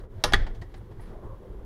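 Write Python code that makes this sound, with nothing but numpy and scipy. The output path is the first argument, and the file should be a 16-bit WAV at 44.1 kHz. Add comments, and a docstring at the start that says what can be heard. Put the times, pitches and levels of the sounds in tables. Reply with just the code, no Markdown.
"""A plastic lid is pressed onto a blender jar that stands, switched off, in a steel sink.
The catch snaps, then the lid slams home: each contact cracks and the flexing plastic rings.
The sink rocks, the jar rattles on its base and small ticks follow as the hands let go.
Arms brush, rub and bump close by, over the low hum of a small kitchen."""
import sys
import numpy as np
from scipy import signal
from scipy.fft import rfft, irfft, next_fast_len
from scipy.io import wavfile
from scipy.ndimage import map_coordinates

SR = 44100
rng = np.random.default_rng(int(sys.argv[2]) if len(sys.argv) > 2 else 0)


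def master_out(mix):
    """Clip the mix to full scale and print it as 16-bit PCM to the path in sys.argv[1]."""
    frames = np.transpose(np.atleast_2d(mix))
    ceiling = np.clip(frames, -1, 1)
    pcm = np.round(ceiling * 32767).astype(np.int16)
    wavfile.write(sys.argv[1], SR, pcm)


N = 72765


def lid():
    """The lid chatters into its seat in five quick contacts."""
    # contacts (time [s], level [dB], tilt [dB/octave])
    hits = [(.3328, -29.5, 4.5), (.3351, -12.5, 1), (.3372, -15.5, -2), (.3412, -16.5, -0.5),
            (.3445, -15.5, 0)]
    # lid resonances (frequency [Hz], level [dB], t60 [s])
    modes = [(200, -26.5, 0.074), (362, -13.5, 0.044), (395, -14.5, .06), (494.7, -32, .2),
             (815, -14.5, 0.046), (1214, -15, 0.054), (1370, -21.5, 0.06), (1685, -8, 0.038),
             (1858, -12, 0.064), (1993, -12, .05), (3318, -19, .04), (3435, -17.5, 0.078),
             (3666, -17.5, 0.018), (4517, -23.5, .045)]
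    # crack spectrum (frequency [Hz], level [dB])
    colour = [(100, -7), (250, -7.5), (400, -1), (700, -10.5), (1800, 3.5), (2600, -13.5), (3400, -3.5),
              (5300, -21), (6500, -21.5), (8000, -29.5), (9500, -26), (15500, -62.5)]
    return snap(hits, modes, colour, ring_at_s=.3354, crack_db=-1, crack_t60_s=.0073,
                clatter_db=-10, clatter_t60_s=.062, wet_db=-14.5)


def catch():
    """The catch snaps over in four quick contacts."""
    # contacts (time [s], level [dB], tilt [dB/octave])
    hits = [(.2386, -15.5, 1), (.2404, -13.5, -0.5), (.2434, -22.5, 1), (.2462, -20.5, -3)]
    # catch resonances (frequency [Hz], level [dB], t60 [s])
    modes = [(386, -22.5, 0.054), (497, -24, .12), (608, -16.5, .065), (834, -12.5, .05), (988, -25, .07),
             (1180, -23, 0.065), (1434, -27, .089), (1690, -28, 0.12), (3265, -25, .035), (3880, -5, 0.012),
             (4600, -22, .04), (5640, -19.5, 0.022)]
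    # crack spectrum (frequency [Hz], level [dB])
    colour = [(100, -14), (400, -1.5), (700, -7), (1100, 2), (1500, -3.5), (2500, -10), (3900, 1),
              (5000, -9), (6300, -6), (7800, -23), (9600, -12.5), (12000, -24.5), (15500, -33)]
    return snap(hits, modes, colour, ring_at_s=.2386, crack_db=-1, crack_t60_s=.0075,
                clatter_db=-9.5, clatter_t60_s=.072, wet_db=-9.5)


def snap(hits, modes, colour, ring_at_s, crack_db, crack_t60_s, clatter_db, clatter_t60_s, wet_db):
    """Each contact cracks and clatters, with a short tail; the plastic is rung once."""
    cracks, body = np.zeros(N), np.zeros(N)
    t = clock()[:SR // 5]
    burst = amp(crack_db) * fade(t, crack_t60_s) + amp(clatter_db) * fade(t, clatter_t60_s)
    for at_s, db, tilt_db in hits:
        add(cracks, at_s, amp(db) * burst * noise(colour, tilt_db)[:len(t)])
    add(body, ring_at_s, plastic(modes, t))
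    return diffuse_tail(cracks, wet_db) + body


def plastic(modes, t):
    """Short modes build up quickly; their pitch wanders as the plastic flexes."""
    flex_depth, flex_rate_hz = .014, 250
    build_cycles, max_t60_cycles = 3.1, 200
    out = np.zeros(len(t))
    for hz, db, t60_s in modes:
        drift = np.interp(t * flex_rate_hz, np.arange(100), rng.standard_normal(100))
        phase = 2 * np.pi * hz * np.cumsum(1 + flex_depth * drift) / SR
        attack = 1 - np.exp(-t * hz / build_cycles)
        decay = fade(t, min(t60_s, max_t60_cycles / hz))
        out += amp(db) * attack * decay * np.sin(phase)
    return out


def sink():
    """The sink floor bounces in slow modes as the weight comes on."""
    # pushes (time [s], level [dB], tilt [dB/octave])
    pushes = [(0.246, -24, 0.5), (0.339, -15.5, -1.1)]
    # sink resonances (frequency [Hz], level [dB], t60 [s])
    modes = [(21.7, 2, .54), (33, -7, 0.93), (43.7, -1.5, .4), (60.5, -6, 0.28), (87.6, -6.5, .35),
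             (111.8, -16.5, 0.56), (150, -19.5, .45)]
    rise_s = .0086
    out, t = np.zeros(N), clock()[:SR]
    attack = 1 - np.exp(-t / rise_s)
    for at_s, push_db, tilt_db in pushes:
        for hz, db, t60_s in modes:
            octaves = np.log2(hz / modes[0][0])
            ring = fade(t, t60_s) * np.sin(2 * np.pi * hz * t)
            add(out, at_s, amp(push_db + db + tilt_db * octaves) * attack * ring)
    return out


def rattle():
    """The shaken jar chatters unevenly on its base until it settles."""
    # jar resonances (frequency [Hz], Q, level [dB])
    modes = [(469, 7.3, -0.5), (1680, 19, -4), (1976, 13, -3), (3340, 18, -7.5), (4700, 5, -12.5)]
    start_s, level_db, rough_db = .35, -38.5, 2
    ring = sum(amp(db) * band(hz, q) for hz, q, db in modes)
    envelope = amp(level_db + rough_db * wobble(rate_hz=160)) * fade(clock(), t60_s=.39)
    out = np.zeros(N)
    add(out, start_s, envelope * lowpass(ring, cutoff_hz=6500))
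    return out


def ticks():
    """The lid shifts in soft, short scrapes that can ring the jar."""
    # scrapes (time [s], level [dB], rise [s], t60 [s], relative ring [dB], tilt [dB/octave])
    scrapes = [(0.036, -52.5, 0.003, 0.039, -9, -4.5), (0.051, -60, 0.00097, 0.018, -29, -21),
               (.3225, -26.5, 0.0012, 0.029, -28, 1), (0.463, -38.5, 0.0052, 0.081, -19, -1.5),
               (0.545, -57.5, .005, 0.14, -24, 4), (0.613, -50.5, 0.0046, 0.091, -18, 3.5),
               (.621, -45.5, 0.0018, 0.094, 7, -5), (0.74, -43.5, 0.0024, 0.061, -22, -0.5),
               (0.807, -51.5, 0.004, 0.08, -26.5, -6.5), (.903, -56.5, 0.017, 0.095, -19.5, -1.5),
               (.995, -51, 0.002, 0.15, 3.5, -4), (1.429, -59, 0.0018, 0.043, -20.5, -3)]
    # scrape spectrum (frequency [Hz], level [dB])
    colour = [(150, -11.5), (450, -10), (780, 4.5), (1200, -7.5), (2000, -5), (2600, -14.5), (3300, -11.5),
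              (7000, -25), (10000, -37), (15500, -45)]
    jar_hz, jar_t60_s = 1930, .038
    out, t = np.zeros(N), clock()[:SR // 4]
    jar = np.sin(2 * np.pi * jar_hz * t) * fade(t, jar_t60_s)
    for at_s, db, rise_s, t60_s, ring_db, tilt_db in scrapes:
        scrape = noise(colour, tilt_db)[:len(t)] * fade(np.maximum(t - rise_s, 0), t60_s)
        attack = np.minimum(t / rise_s, 1)
        add(out, at_s, amp(db) * attack * (scrape + amp(ring_db) * jar))
    return out


def brushes():
    """Skin and cloth slide in bright, grainy swells."""
    # strokes (time [s], level [dB], half length [s], relative hiss [dB])
    strokes = [(0, -60.5, 0.016, -21), (0.22, -63.5, 0.043, -21), (0.72, -67.5, 0.023, -24.5),
               (0.775, -63.5, 0.013, -7), (1.066, -61.5, 0.059, -30)]
    # sliding spectrum (frequency [Hz], level [dB])
    colour = [(300, -12.5), (1600, 8), (2600, -5), (4000, -4), (7000, -17), (10000, -25), (15500, -26)]
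    slide, hiss = noise(colour), band(hz=9200, q=6)
    grain_db = 1.2 * wobble(rate_hz=120)
    return sum(amp(db + grain_db) * swell(at_s, half_s) * (slide + amp(hiss_db) * hiss)
               for at_s, db, half_s, hiss_db in strokes)


def rubs():
    """The moving arm rubs in dull, narrow bands of noise."""
    # strokes (time [s], level [dB], half length [s], centre [Hz], Q)
    strokes = [(0.027, -51, 0.054, 417, 4.3), (0.205, -55, 0.043, 603, 9.1), (0.916, -49.5, 0.013, 337, 3),
               (1.12, -46.5, 0.03, 376, 2.4), (1.185, -49.5, 0.036, 600, 7.2),
               (1.254, -44.5, 0.026, 390, 3.4), (1.295, -53.5, 0.059, 1050, 9.8),
               (1.32, -54.5, .035, 543, 6), (1.441, -49, 0.021, 490, 14), (1.604, -52, 0.17, 415, 3.3)]
    friction = sum(amp(db) * swell(at_s, half_s) * band(hz, q) for at_s, db, half_s, hz, q in strokes)
    return lowpass(friction, cutoff_hz=1700)


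def bumps():
    """Handling makes soft, low thuds."""
    # thuds (time [s], level [dB], half length [s])
    thuds = [(0.174, -39, 0.023), (0.617, -41, 0.03), (0.808, -38.5, 0.027), (0.915, -36.5, 0.011),
             (0.987, -41.5, 0.025), (1.25, -34.5, 0.011), (1.298, -40, 0.046), (1.502, -45, 0.028)]
    # thud spectrum (frequency [Hz], level [dB])
    colour = [(20, 2.5), (50, -2), (110, 4.5), (170, -19), (400, -27), (1500, -63)]
    return sum(amp(db) * swell(at_s, half_s) for at_s, db, half_s in thuds) * noise(colour)


def slip():
    """Fingers slip off the lid in a thin hiss."""
    # hiss (time [s], level [dB], t60 [s], centre [Hz], Q)
    hiss = (1.005, -66.5, .36, 10200, 12)
    at_s, db, t60_s, hz, q = hiss
    out = np.zeros(N)
    add(out, at_s, amp(db) * fade(clock(), t60_s) * band(hz, q))
    return out


def kitchen():
    """Air, an uneven rumble, a wavering hum and a thin whine; the level dips briefly once."""
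    # air spectrum (frequency [Hz], level [dB])
    air_colour = [(76, -25.5), (130, -8.5), (180, -1.5), (260, -10), (370, -1), (500, -8), (650, -23),
                  (1020, -16.5), (1200, -22.5), (2000, -29), (2500, -36), (3260, -33), (4200, -39.5),
                  (9000, -47.5), (15500, -45.5)]
    # rumble spectrum (frequency [Hz], level [dB])
    rumble_colour = [(10, -6.5), (25, 4), (48, 5.5), (75, -4), (120, -15.5), (200, -12.5), (600, -70.5)]
    air_db, rumble_db, hum_db, whine_db = -52, -43, -53, -86
    hum_hz, dip_db = 109.9, -9.5
    hum_phase = 2 * np.pi * hum_hz * clock() + .44 * wobble(rate_hz=23)
    hum = np.sqrt(2) * np.sin(hum_phase) * amp(hum_db + 4.7 * wobble(rate_hz=16))
    rumble = noise(rumble_colour) * amp(rumble_db + 2.3 * wobble(rate_hz=6.4))
    air = amp(air_db) * noise(air_colour)
    whine = amp(whine_db) * band(hz=11120, q=71)
    return (air + rumble + hum + whine) * amp(dip_db * swell(at_s=.081, half_s=.016))


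def diffuse_tail(x, wet_db):
    """Adds a short, diffuse noise tail after each hit; each frequency dies at its own rate."""
    # tail decay (frequency [Hz], t60 [s])
    decay_times = [(150, 0.33), (500, 0.96), (1000, 0.4), (1900, 0.37), (3300, 0.38), (4200, 0.23),
                   (6500, 0.22), (10000, .23), (14000, 0.15)]
    # tail spectrum (frequency [Hz], level [dB])
    colour = [(100, 12.5), (280, 4), (450, 2), (900, -4.5), (1800, 0), (2500, -9), (3200, -7.5), (3900, -8),
              (4700, -0.5), (7500, -10), (9800, -3), (15000, -6.5)]
    onset_s = .0065
    hz, t, spectrum = signal.stft(rng.standard_normal(SR // 2), SR, nperseg=256)
    envelope = fade(t, along(decay_times, hz)[:, None]) * (1 - np.exp(-t / onset_s))
    tail = signal.istft(spectrum * envelope, SR, nperseg=256)[1]
    wet = signal.fftconvolve(x, tail / np.linalg.norm(tail))[:N]
    return x + amp(wet_db) * filtered(wet, lambda f: amp(along(colour, f)))


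def amp(db):
    return 10 ** (np.asarray(db) / 20)


def unit_rms(x):
    return x / np.sqrt(np.mean(x ** 2) + 1e-20)


def clock():
    return np.arange(N) / SR


def fade(t, t60_s):
    return np.exp(-np.log(1000) * t / np.maximum(t60_s, 1e-4))


def swell(at_s, half_s):
    return np.exp(-.5 * ((clock() - at_s) / half_s) ** 2)


def wobble(rate_hz):
    """Smooth random curve, rate_hz knots a second."""
    return map_coordinates(rng.standard_normal(200), [clock() * rate_hz], mode="wrap")


def along(points, hz):
    """Interpolates (frequency [Hz], value) points on a log axis."""
    knots_hz, values = np.transpose(points)
    return np.interp(np.log(hz + 1), np.log(knots_hz + 1), values)


def filtered(x, response):
    """Applies the gain response(hz)."""
    size = next_fast_len(N + SR // 4)
    return irfft(rfft(x, size) * response(np.fft.rfftfreq(size, 1 / SR)), size)[:N]


def lowpass(x, cutoff_hz):
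    return filtered(x, lambda hz: 1 / (1 + (hz / cutoff_hz) ** 4))


def noise(colour, tilt_db=0):
    """Coloured noise of rms 1, tilted by tilt_db per octave above 300 Hz."""
    def gain(hz):
        octaves = np.log2(np.maximum(hz, 300) / 1000)
        return amp(along(colour, hz) + tilt_db * octaves)
    return unit_rms(filtered(rng.standard_normal(N), gain))


def band(hz, q):
    """Noise of rms 1 in one resonance."""
    def resonance(f):
        damping = 1j * f * hz / q
        return damping / (hz * hz - f * f + damping)
    return unit_rms(filtered(rng.standard_normal(N), resonance))


def add(out, at_s, x):
    start = max(round(at_s * SR), 0)
    out[start:start + len(x)] += x[:N - start]


def scene():
    """Two snaps, the settling blender and the handling over the kitchen background, in mono."""
    snaps = catch() + lid()
    background = kitchen()
    settling = rattle() + diffuse_tail(ticks(), wet_db=-14) + sink()
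    handling = brushes() + rubs() + bumps() + slip()
    return (snaps + settling + handling + background)[None]


def record(dry):
    """A steep band limit removes the highest treble."""
    top_hz = 15600
    return filtered(dry[0], lambda hz: 1 / np.sqrt(1 + (hz / top_hz) ** 160))[None]


dry = scene()
out = record(dry)
master_out(out)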